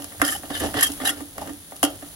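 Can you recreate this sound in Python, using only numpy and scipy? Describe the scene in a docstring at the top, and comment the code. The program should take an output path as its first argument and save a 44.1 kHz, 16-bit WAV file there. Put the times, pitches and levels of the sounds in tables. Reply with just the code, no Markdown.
"""Stirring a steel pan

A steel ladle works through thick, sweet food on a kitchen hob, heard close by. It knocks on the pan,
scrapes and squeaks over bare steel and judders dully through the food, which damps the ringing.
Underneath, bursting bubbles sizzle faintly and the room and the rocking pan rumble."""
import sys
import numpy as np
from scipy import signal
from scipy.fft import rfft, irfft
from scipy.io import wavfile
from scipy.ndimage import uniform_filter1d

SR = 44100
rng = np.random.default_rng(int(sys.argv[2]) if len(sys.argv) > 2 else 0)


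def persist_wave(psi):
    """Save psi, clipped to +-1, as 16-bit WAV."""
    counts = np.round(np.clip(psi, -1, 1) * 32767).astype(np.int16)
    wavfile.write(sys.argv[1], SR, np.atleast_2d(counts).T)


N = 94815
TIME = np.arange(N) / SR


def amp(db):
    """Decibels to gain."""
    return 10 ** (np.asarray(db) / 20)


def unit(x):
    """Scales to rms 1."""
    return x / np.sqrt(np.mean(x ** 2) + 1e-20)


def decay(t, t60):
    """A ring-out that falls 60 dB in t60 seconds."""
    return np.exp(-np.log(1000) * t / t60)


def read(points, hz):
    """Reads a table on a log-frequency axis."""
    freqs, values = np.transpose(points)
    return np.interp(np.log(hz + 1), np.log(freqs), values)


def envelope(strokes):
    """Summed gain of the strokes, each silent outside its own span."""
    curves = map(np.transpose, strokes)
    return sum(amp(np.interp(TIME, s, db)) * (TIME >= s[0]) * (TIME <= s[-1]) for s, db in curves)


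def wander(per_s):
    """A random curve that takes a new value per_s times a second."""
    return np.interp(TIME * per_s, np.arange(N), rng.standard_normal(N))


def grains(per_s, spread_db):
    """Random tiny impacts of uneven size."""
    size = amp(spread_db * np.minimum(rng.exponential(1, N), 4))
    return unit(size * rng.choice([-1, 1], N) * (rng.random(N) < per_s / SR))


def add(mix, start_s, sound):
    """Mixes a stereo sound in at start_s."""
    part = mix[:, max(round(start_s * SR), 0):][:, :sound.shape[1]]
    part += sound[:, :part.shape[1]]


def convolve(x, response):
    """Convolves each channel, keeping the length of x."""
    x = np.atleast_2d(x)
    return signal.fftconvolve(x, np.atleast_2d(response), axes=1)[:, :x.shape[1]]


def colour(x, eq, flatten=False, size=8192):
    """Minimum-phase EQ; can first even out the broad ripple of x."""
    log_gain = np.log(amp(read(eq, abs(np.fft.fftfreq(size, 1 / SR)))))
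    if flatten:
        power = uniform_filter1d(abs(np.fft.fft(x, size)) ** 2, size=31, mode="wrap")
        log_gain = log_gain - .5 * np.log(power)
    spectrum = np.exp(np.conj(signal.hilbert(log_gain)))
    return convolve(x, np.fft.ifft(spectrum).real[..., :size // 2])


def resonate(x, hz, width_hz):
    """A resonance that follows the curve hz."""
    turn = np.exp(2j * np.pi * np.cumsum(hz) / SR)
    pole = np.exp(-np.pi * width_hz / SR)
    return (turn * signal.lfilter([(1 - pole) ** 2], np.poly([pole, pole]), x / turn)).real


# Stereo timing. Each row: frequency in Hz, lag of the left side in seconds.
LEFT_LAG = [(100, 0.00021), (700, 0.00013), (1300, 0.00011), (2000, .00018), (16000, 0.0001865)]
# How alike the sides are. Each row: frequency in Hz, likeness from 0 to 1.
LIKENESS = [(100, 0.83), (400, .95), (900, 0.7), (1400, .55), (2000, 0.2), (4000, 0.13), (6800, 0.39),
            (8200, 1), (11000, 0.83), (13500, 1), (16000, 0.43)]
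# Stereo lean. Each row: frequency in Hz, left minus right in dB.
BALANCE = [(60, -3.5), (170, 1), (290, -5.5), (520, 6.5), (780, -1.5), (1200, 0.5), (1800, -3), (2900, 3),
           (4000, 3.5), (6000, -1.5), (15000, 1)]


def stereo(pair):
    """Blends, delays and tilts two signals into one stereo image."""
    size = 2 * pair.shape[1]
    shared, side = rfft(pair, size)
    hz = np.fft.rfftfreq(size, 1 / SR)
    same = np.clip(read(LIKENESS, hz), 0, 1)
    lean = amp(read(BALANCE, hz) / 2)
    delay = np.exp(-2j * np.pi * hz * read(LEFT_LAG, hz))
    left = (same * shared + np.sqrt(1 - same ** 2) * side) * delay
    return irfft(np.array([left * lean, shared / lean]), size)[:, :size // 2]


# The kitchen's room tone. Each row: frequency in Hz, gain in dB.
ROOM_EQ = [(20, -25), (40, 0), (70, 5.5), (120, -10), (160, 10.5), (210, -20), (290, 8), (380, -31),
           (700, -29), (1200, -22), (4000, -48)]
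# The low body of the rocking pan. Each row: frequency in Hz, gain in dB.
ROCKING_EQ = [(25, -38), (50, -2), (70, -2), (95, -0.5), (150, -11), (220, -8), (400, -27)]
# Swells of the rocking. Each row: time in seconds, relative level in dB.
ROCKING_SWELLS = [(0.0, -39.5), (0.17, -51), (0.21, -33), (0.4, -46.5), (0.67, -34.5), (0.98, -44.5),
                  (1.01, -50), (1.37, -47), (1.42, -39), (1.81, -62.5), (1.83, -38), (2.15, -48.5)]


def rumble(room_db=-59, rocking_trim_db=-3):
    """Steady kitchen rumble, and the pan rocking on the hob."""
    room = unit(stereo(colour(rng.standard_normal((2, N)), ROOM_EQ)))
    rocking = unit(stereo(colour(rng.standard_normal((2, N)), ROCKING_EQ)))
    swell_db = np.interp(TIME, *np.transpose(ROCKING_SWELLS))
    return amp(room_db) * room + amp(rocking_trim_db + swell_db) * rocking


# The tone of the bubbles. Each row: frequency in Hz, gain in dB.
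SIZZLE_EQ = [(300, -2), (700, -4), (1050, -8), (1800, -6), (2500, -11), (3300, -4), (5500, -9),
             (7500, -4.5), (9800, 1), (12000, -1.5), (14300, -12), (16000, -4.5)]
# The sizzle's slow rise and fall. Each row: time in seconds, level in dB.
SIZZLE_LEVEL = [(0, -41), (.45, -40), (.95, -36), (1.3, -43), (1.65, -42.5), (2.15, -41)]


def sizzle():
    """Countless tiny bubbles burst in the hot food; a few larger ones spit."""
    pops = [grains(per_s=4000, spread_db=1) + amp(-8) * grains(per_s=70, spread_db=2.5) for _ in range(2)]
    gain = amp(np.interp(TIME, *np.transpose(SIZZLE_LEVEL)))
    return gain * unit(stereo(colour(pops, SIZZLE_EQ)))


# The kitchen's reverb. Each row: frequency in Hz, T60 in seconds.
ROOM_DECAY = [(200, 0.42), (600, 0.33), (1400, 0.22), (3700, 0.21), (10000, 0.088)]
# The pan's dense, quickly damped ring. Each row: frequency in Hz, gain in dB.
PAN_EQ = [(40, -7), (90, 4), (190, -22.5), (290, 2.5), (390, 1), (600, 2.5), (790, 5), (980, -6),
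          (1220, 0.5), (1500, -3.5), (1850, 0), (2120, -3), (2450, -11), (2850, 3), (3250, -1), (4300, -7),
          (5300, -4.5), (6600, -5.5), (8200, 2), (9200, -4), (10900, 2), (12500, -4), (13800, -11.5),
          (14600, -40), (16000, -3)]
# Clear ringing steel notes of pan and ladle. Each row: pitch in Hz, relative level in dB, T60 in seconds.
STEEL_MODES = [(290, -42.5, .19), (314, -46, .13), (444, -59, .16), (600, -44, .07), (772, -46, .1),
               (1205, -52.5, .2), (1750, -51, .1), (1840, -42, .07), (2880, -47, .11), (3074, -55, .35),
               (3182, -42, .19), (3370, -47, .15), (4650, -54, .08), (5146, -47, .11), (5448, -54, .2),
               (6837, -51, .16), (10380, -44, .05), (10860, -42, .05)]


def pan_response(size=12288, dense_db=3.5, tail_db=-7):
    """One tap: a click, dense damped ringing, clear notes of pan and ladle, and the kitchen's tail."""
    t = np.arange(size) / SR
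    dense = unit(rng.standard_normal((2, size)) * decay(t, t60=0.024))
    band_hz, frame_s, noise = signal.stft(rng.standard_normal((2, size)), SR, nperseg=256)
    fading = noise * decay(frame_s, read(ROOM_DECAY, band_hz)[:, None])
    tail = unit(signal.istft(fading)[1][:, :size])
    tap = (amp(dense_db) * dense + amp(tail_db) * tail) / np.sqrt(size)
    tap[0, 0] += 1  # the click
    tap = colour(tap, PAN_EQ, flatten=True)
    for hz, db, t60 in STEEL_MODES:
        tap[0] += amp(db) * decay(t, t60) * np.sin(2 * np.pi * hz * t)
    return stereo(tap)


def rub(spots, impacts, eq, strokes):
    """Small impacts follow the strokes, scattered over several spots of the pan."""
    force = impacts * envelope(strokes)
    where = rng.integers(0, len(spots), N)
    rings = [unit(colour(spot, eq)) / np.sqrt(spot.shape[1]) for spot in spots]
    return sum(convolve(force * (where == k), ring) for k, ring in enumerate(rings))


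# Pushes through the food, one list each. Each row: time in seconds, relative level in dB.
PUSHES = [
    [(0.0, -32), (0.026, -41), (0.076, -48), (0.092, -47), (0.122, -38.5), (0.138, -46), (0.152, -39),
     (0.17, -57)],
    [(0.33, -51), (0.364, -42), (0.376, -42), (0.41, -51)],
    [(0.42, -53.5), (0.45, -28), (0.482, -52), (0.508, -26.5), (0.536, -37.5), (0.602, -36), (0.612, -21),
     (0.645, -17.5), (0.73, -40.5)],
    [(0.735, -27), (0.745, -58), (0.759, -19.5), (0.857, -45.5), (0.903, -27.5), (0.93, -84)],
    [(0.98, -45), (1.028, -28.5), (1.142, -37.5), (1.154, -74), (1.17, -30.5), (1.198, -37.5), (1.23, -48),
     (1.26, -72), (1.27, -57)],
    [(1.35, -47), (1.382, -32), (1.402, -38), (1.414, -26), (1.472, -38), (1.506, -32), (1.52, -62),
     (1.526, -48), (1.56, -60)],
]
# The dull force of the bumps. Each row: frequency in Hz, gain in dB.
BUMP_EQ = [(50, -14.5), (150, -6.5), (300, -5.5), (550, -9.5), (900, -9), (1400, -17), (2500, -22.5),
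           (6000, -34), (16000, -30)]
# The bright force of the wet crackles. Each row: frequency in Hz, gain in dB.
CRACKLE_EQ = [(200, -53), (1000, -10), (2500, 4), (6000, 2.5), (9000, -1), (16000, -21)]


def pushing(spots, bump_db=-5, crackle_db=-16):
    """Cushioned by food, the ladle bumps softly along the bottom while the wet mass crackles."""
    bumps = rub(spots, grains(per_s=660, spread_db=3.5), BUMP_EQ, PUSHES)
    crackles = rub(spots, grains(per_s=160, spread_db=0.5), CRACKLE_EQ, PUSHES)
    return amp(bump_db) * bumps + amp(crackle_db) * crackles


# Treble hiss on bare steel, one list a stroke. Each row: time in seconds, relative level in dB.
HISS_STROKES = [
    [(0.235, -43), (0.253, -25), (0.277, -29.5), (0.317, -26), (0.4, -44.5)],
    [(0.5, -52), (0.512, -55), (0.55, -34.5), (0.582, -39.5), (0.594, -30), (0.612, -44), (0.634, -54),
     (0.642, -42), (0.7, -45)],
    [(0.735, -53), (0.753, -38), (0.769, -41), (0.812, -27), (0.826, -25), (0.833, -14), (0.843, -23),
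     (0.861, -34), (0.877, -29), (0.899, -60), (0.91, -55)],
    [(0.99, -51), (1.042, -41), (1.056, -21.5), (1.104, -27.5), (1.12, -48), (1.14, -52)],
]
# The force behind the hiss. Each row: frequency in Hz, gain in dB.
HISS_EQ = [(100, -55), (700, -34), (2000, -11.5), (3300, -17.5), (5000, -2.5), (7000, -3.5), (11000, -3),
           (13000, -2.5), (16000, -10.5)]
# Midrange rasp, one list a stroke. Each row: time in seconds, relative level in dB.
RASP_STROKES = [
    [(0.235, -34), (0.251, -29), (0.275, -32), (0.291, -23), (0.309, -42), (0.323, -32), (0.4, -54)],
    [(0.5, -37), (0.538, -38), (0.554, -29), (0.59, -40), (0.612, -38), (0.65, -39), (0.676, -45),
     (0.7, -51)],
    [(0.735, -40), (0.743, -32), (0.812, -24), (0.833, -22), (0.848, -33), (0.91, -55)],
    [(0.99, -50), (1.002, -42), (1.02, -36), (1.04, -44), (1.055, -24), (1.098, -26.5), (1.122, -58),
     (1.162, -62), (1.22, -50)],
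]
# The force behind the rasp. Each row: frequency in Hz, gain in dB.
RASP_EQ = [(100, -31), (400, -22), (750, -3), (1000, -9.5), (1250, 2), (1800, 7), (2350, -2.5), (3100, 0),
           (4000, 3), (5500, -1), (9000, -13), (16000, -48)]
SLIPS_PER_S, SLIP_SPREAD_DB = 6000, 3.5


def scraping(spots, hiss_db=2.15, rasp_db=0.5, judder_db=4):
    """Steel slips on steel thousands of times a second, in juddering clumps: hiss over rasp."""
    slips = grains(SLIPS_PER_S, SLIP_SPREAD_DB)
    clumps = unit(slips * amp(judder_db * wander(per_s=168.3)))
    hiss = rub(spots, clumps, HISS_EQ, HISS_STROKES)
    rasp = rub(spots, clumps, RASP_EQ, RASP_STROKES)
    return amp(hiss_db) * hiss + amp(rasp_db) * rasp


# The notes of the ladle's bowl. Each row: pitch in Hz, relative level in dB.
BOWL_MODES = [(1800, 0), (3200, -4), (4900, -11), (7400, -10)]


def ladle_bowl(trim_db=-6, bend_depth=.05):
    """Scraping rings the ladle's bowl; its pitch wanders as the contact point moves."""
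    slips = np.array([grains(SLIPS_PER_S, SLIP_SPREAD_DB) for _ in range(2)])
    bend = 1 + bend_depth * wander(per_s=40)
    ring = sum(amp(db) * unit(resonate(slips, hz * bend, width_hz=60)) for hz, db in BOWL_MODES)
    return amp(trim_db) * stereo(unit(ring) * envelope(RASP_STROKES))


# Squeaks and groans. Each row: start and length in seconds, first and last pitch in Hz, level in dB.
SQUEAKS = [(.243,.026,5120,4960,-36), (0.275,0.032,1880,1800,-30.5), (.283,.02,3100,3080,-31),
           (.309,.04,1790,1700,-37), (.312,.026,1230,1270,-39), (0.342,0.031,800,756,-36),
           (.345,.028,2940,3080,-39), (0.532,0.031,3790,3460,-36.5), (0.546,.04,2970,2954,-38),
           (0.547,0.022,1750,1760,-38), (0.631,.04,609,513,-31.5), (.821,0.024,1898,1770,-20),
           (.765,.035,1900,1780,-33), (.826,.018,11300,11100,-21), (.826,0.062,3270,3160,-28),
           (.843,.028,1760,1700,-36), (1.051,0.028,3850,3880,-28), (1.054,0.032,801,758,-32),
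           (1.054,.03,10400,10600,-29), (1.075,0.025,2800,2960,-26.5), (1.084,0.028,3400,3230,-30.5),
           (1.088,.03,1960,1880,-35), (1.411,.026,960,820,-35)]


def squeaks(half_width_hz=55):
    """The ladle's edge catches and sings briefly in a rough, gliding resonance."""
    out = np.zeros((2, N))
    pole = np.exp(-2 * np.pi * half_width_hz / SR)
    for start_s, length_s, first_hz, last_hz, db in SQUEAKS:
        progress = np.arange(0, 1, 1 / (length_s * SR))
        noise = rng.standard_normal((2, SR // 4, 2)) @ [1, 1j]
        grip = signal.lfilter([1], np.poly([pole, pole]), noise)[:, -len(progress):]
        cycles = np.cumsum(first_hz + (last_hz - first_hz) * progress) / SR
        tone = (grip * np.exp(2j * np.pi * cycles)).real
        add(out, start_s, amp(db) * unit(tone * np.sin(np.pi * progress)))
    return stereo(out)


# A knock's five bands, thud to tick. Each row: low and high edge in Hz, lag in seconds.
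KNOCK_BANDS = [(255, 345, .004), (518, 985, 0.0012), (1114, 2245, 0), (2800, 3450, 0), (3700, 14500, 0)]
# Ladle knocks. Each row: start in seconds, then thud, clonk, clank, ring and tick levels in dB.
KNOCKS = [(.0215,-52,-65,-47,-46,-40), (.0435,-74,-50,-47,-52,-35), (.119,-56,-49,-46.5,-62,-70),
          (.199,-46,-40,-40,-50,-45), (.2165,-21.5,-23.5,-15,-30,-22.5), (.25,-69,-44,-51,-40,-27),
          (.2875,-35,-61,-33,-38,-32), (.434,-42,-40,-44,-56,-50), (.501,-36,-41,-42,-55,-49),
          (.608,-27,-37,-57,-48,-42), (.638,-30,-33.5,-48,-50,-40), (.742,-29,-32,-32,-40,-38),
          (.8095,-42,-38,-33,-29,-24), (.8292,-50,-42,-28,-27,-19), (.8435,-50,-48,-40,-36,-25),
          (.89,-33,-46,-54,-62,-66), (.9185,-56,-66,-53,-54,-34), (1.0,-38,-39,-37,-50,-56),
          (1.015,-32,-43,-37,-50,-50), (1.054,-35,-42,-36,-33,-28), (1.093,-37,-40,-30,-38,-27),
          (1.206,-35,-41,-46,-54,-45), (1.381,-41,-36,-39,-46,-38), (1.414,-37,-34,-47,-56,-44),
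          (1.474,-39,-54,-43,-48,-44), (1.493,-32.5,-55,-45,-52,-47), (1.72,-49,-39.5,-48,-66,-55),
          (1.765,-77,-67,-66,-60,-43), (1.8298,-18.5,-20.5,-23,-23.5,-19), (1.8385,-40,-28,-47,-26,-21),
          (1.8495,-44,-60,-32,-30,-25), (2.022,-39,-41.5,-46,-52,-58)]


def knocks(spots, cushion_s_per_db=.0003, bare_db=9):
    """The ladle strikes the pan's spots in turn; food softens the attack of the dull knocks."""
    out = np.zeros((2, N))
    t = np.arange(1, spots.shape[-1] + 1) / SR
    for band, (low_hz, high_hz, lag_s) in enumerate(KNOCK_BANDS):
        bandpass = signal.butter(2, [low_hz, high_hz], "bandpass", fs=SR, output="sos")
        rings = signal.sosfilt(bandpass, spots)
        for i, (start_s, *band_db) in enumerate(KNOCKS):
            dullness_db = max(band_db) - band_db[-1]  # how far the tick lies under the loudest band
            attack_s = max(cushion_s_per_db * (dullness_db - bare_db), 1 / SR)
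            ring = rings[i % len(spots)] * np.minimum(t / attack_s, 1)
            onset_rms = np.sqrt(np.mean(ring[:, :882] ** 2))  # first 20 ms
            add(out, start_s + lag_s, amp(band_db[band]) * ring / onset_rms)
    return out


def scene():
    """The ladle plays one pan at four spots, over the sizzle and rumble."""
    spots = np.array([pan_response() for _ in range(4)])
    stirring = knocks(spots) + scraping(spots[:2]) + pushing(spots[2:]) + ladle_bowl() + squeaks()
    return stirring + sizzle() + rumble()


def record(dry):
    """Rounds off the highest peaks, then cuts the very top of the treble."""
    ceiling, cutoff_hz = .8, 15850
    rounded = dry / (1 + (dry / ceiling) ** 4) ** .25
    lowpass = signal.firwin(511, cutoff_hz, window=("kaiser", 9), fs=SR)
    return signal.oaconvolve(rounded, lowpass[None], "same")


dry = scene()
out = record(dry)
persist_wave(out)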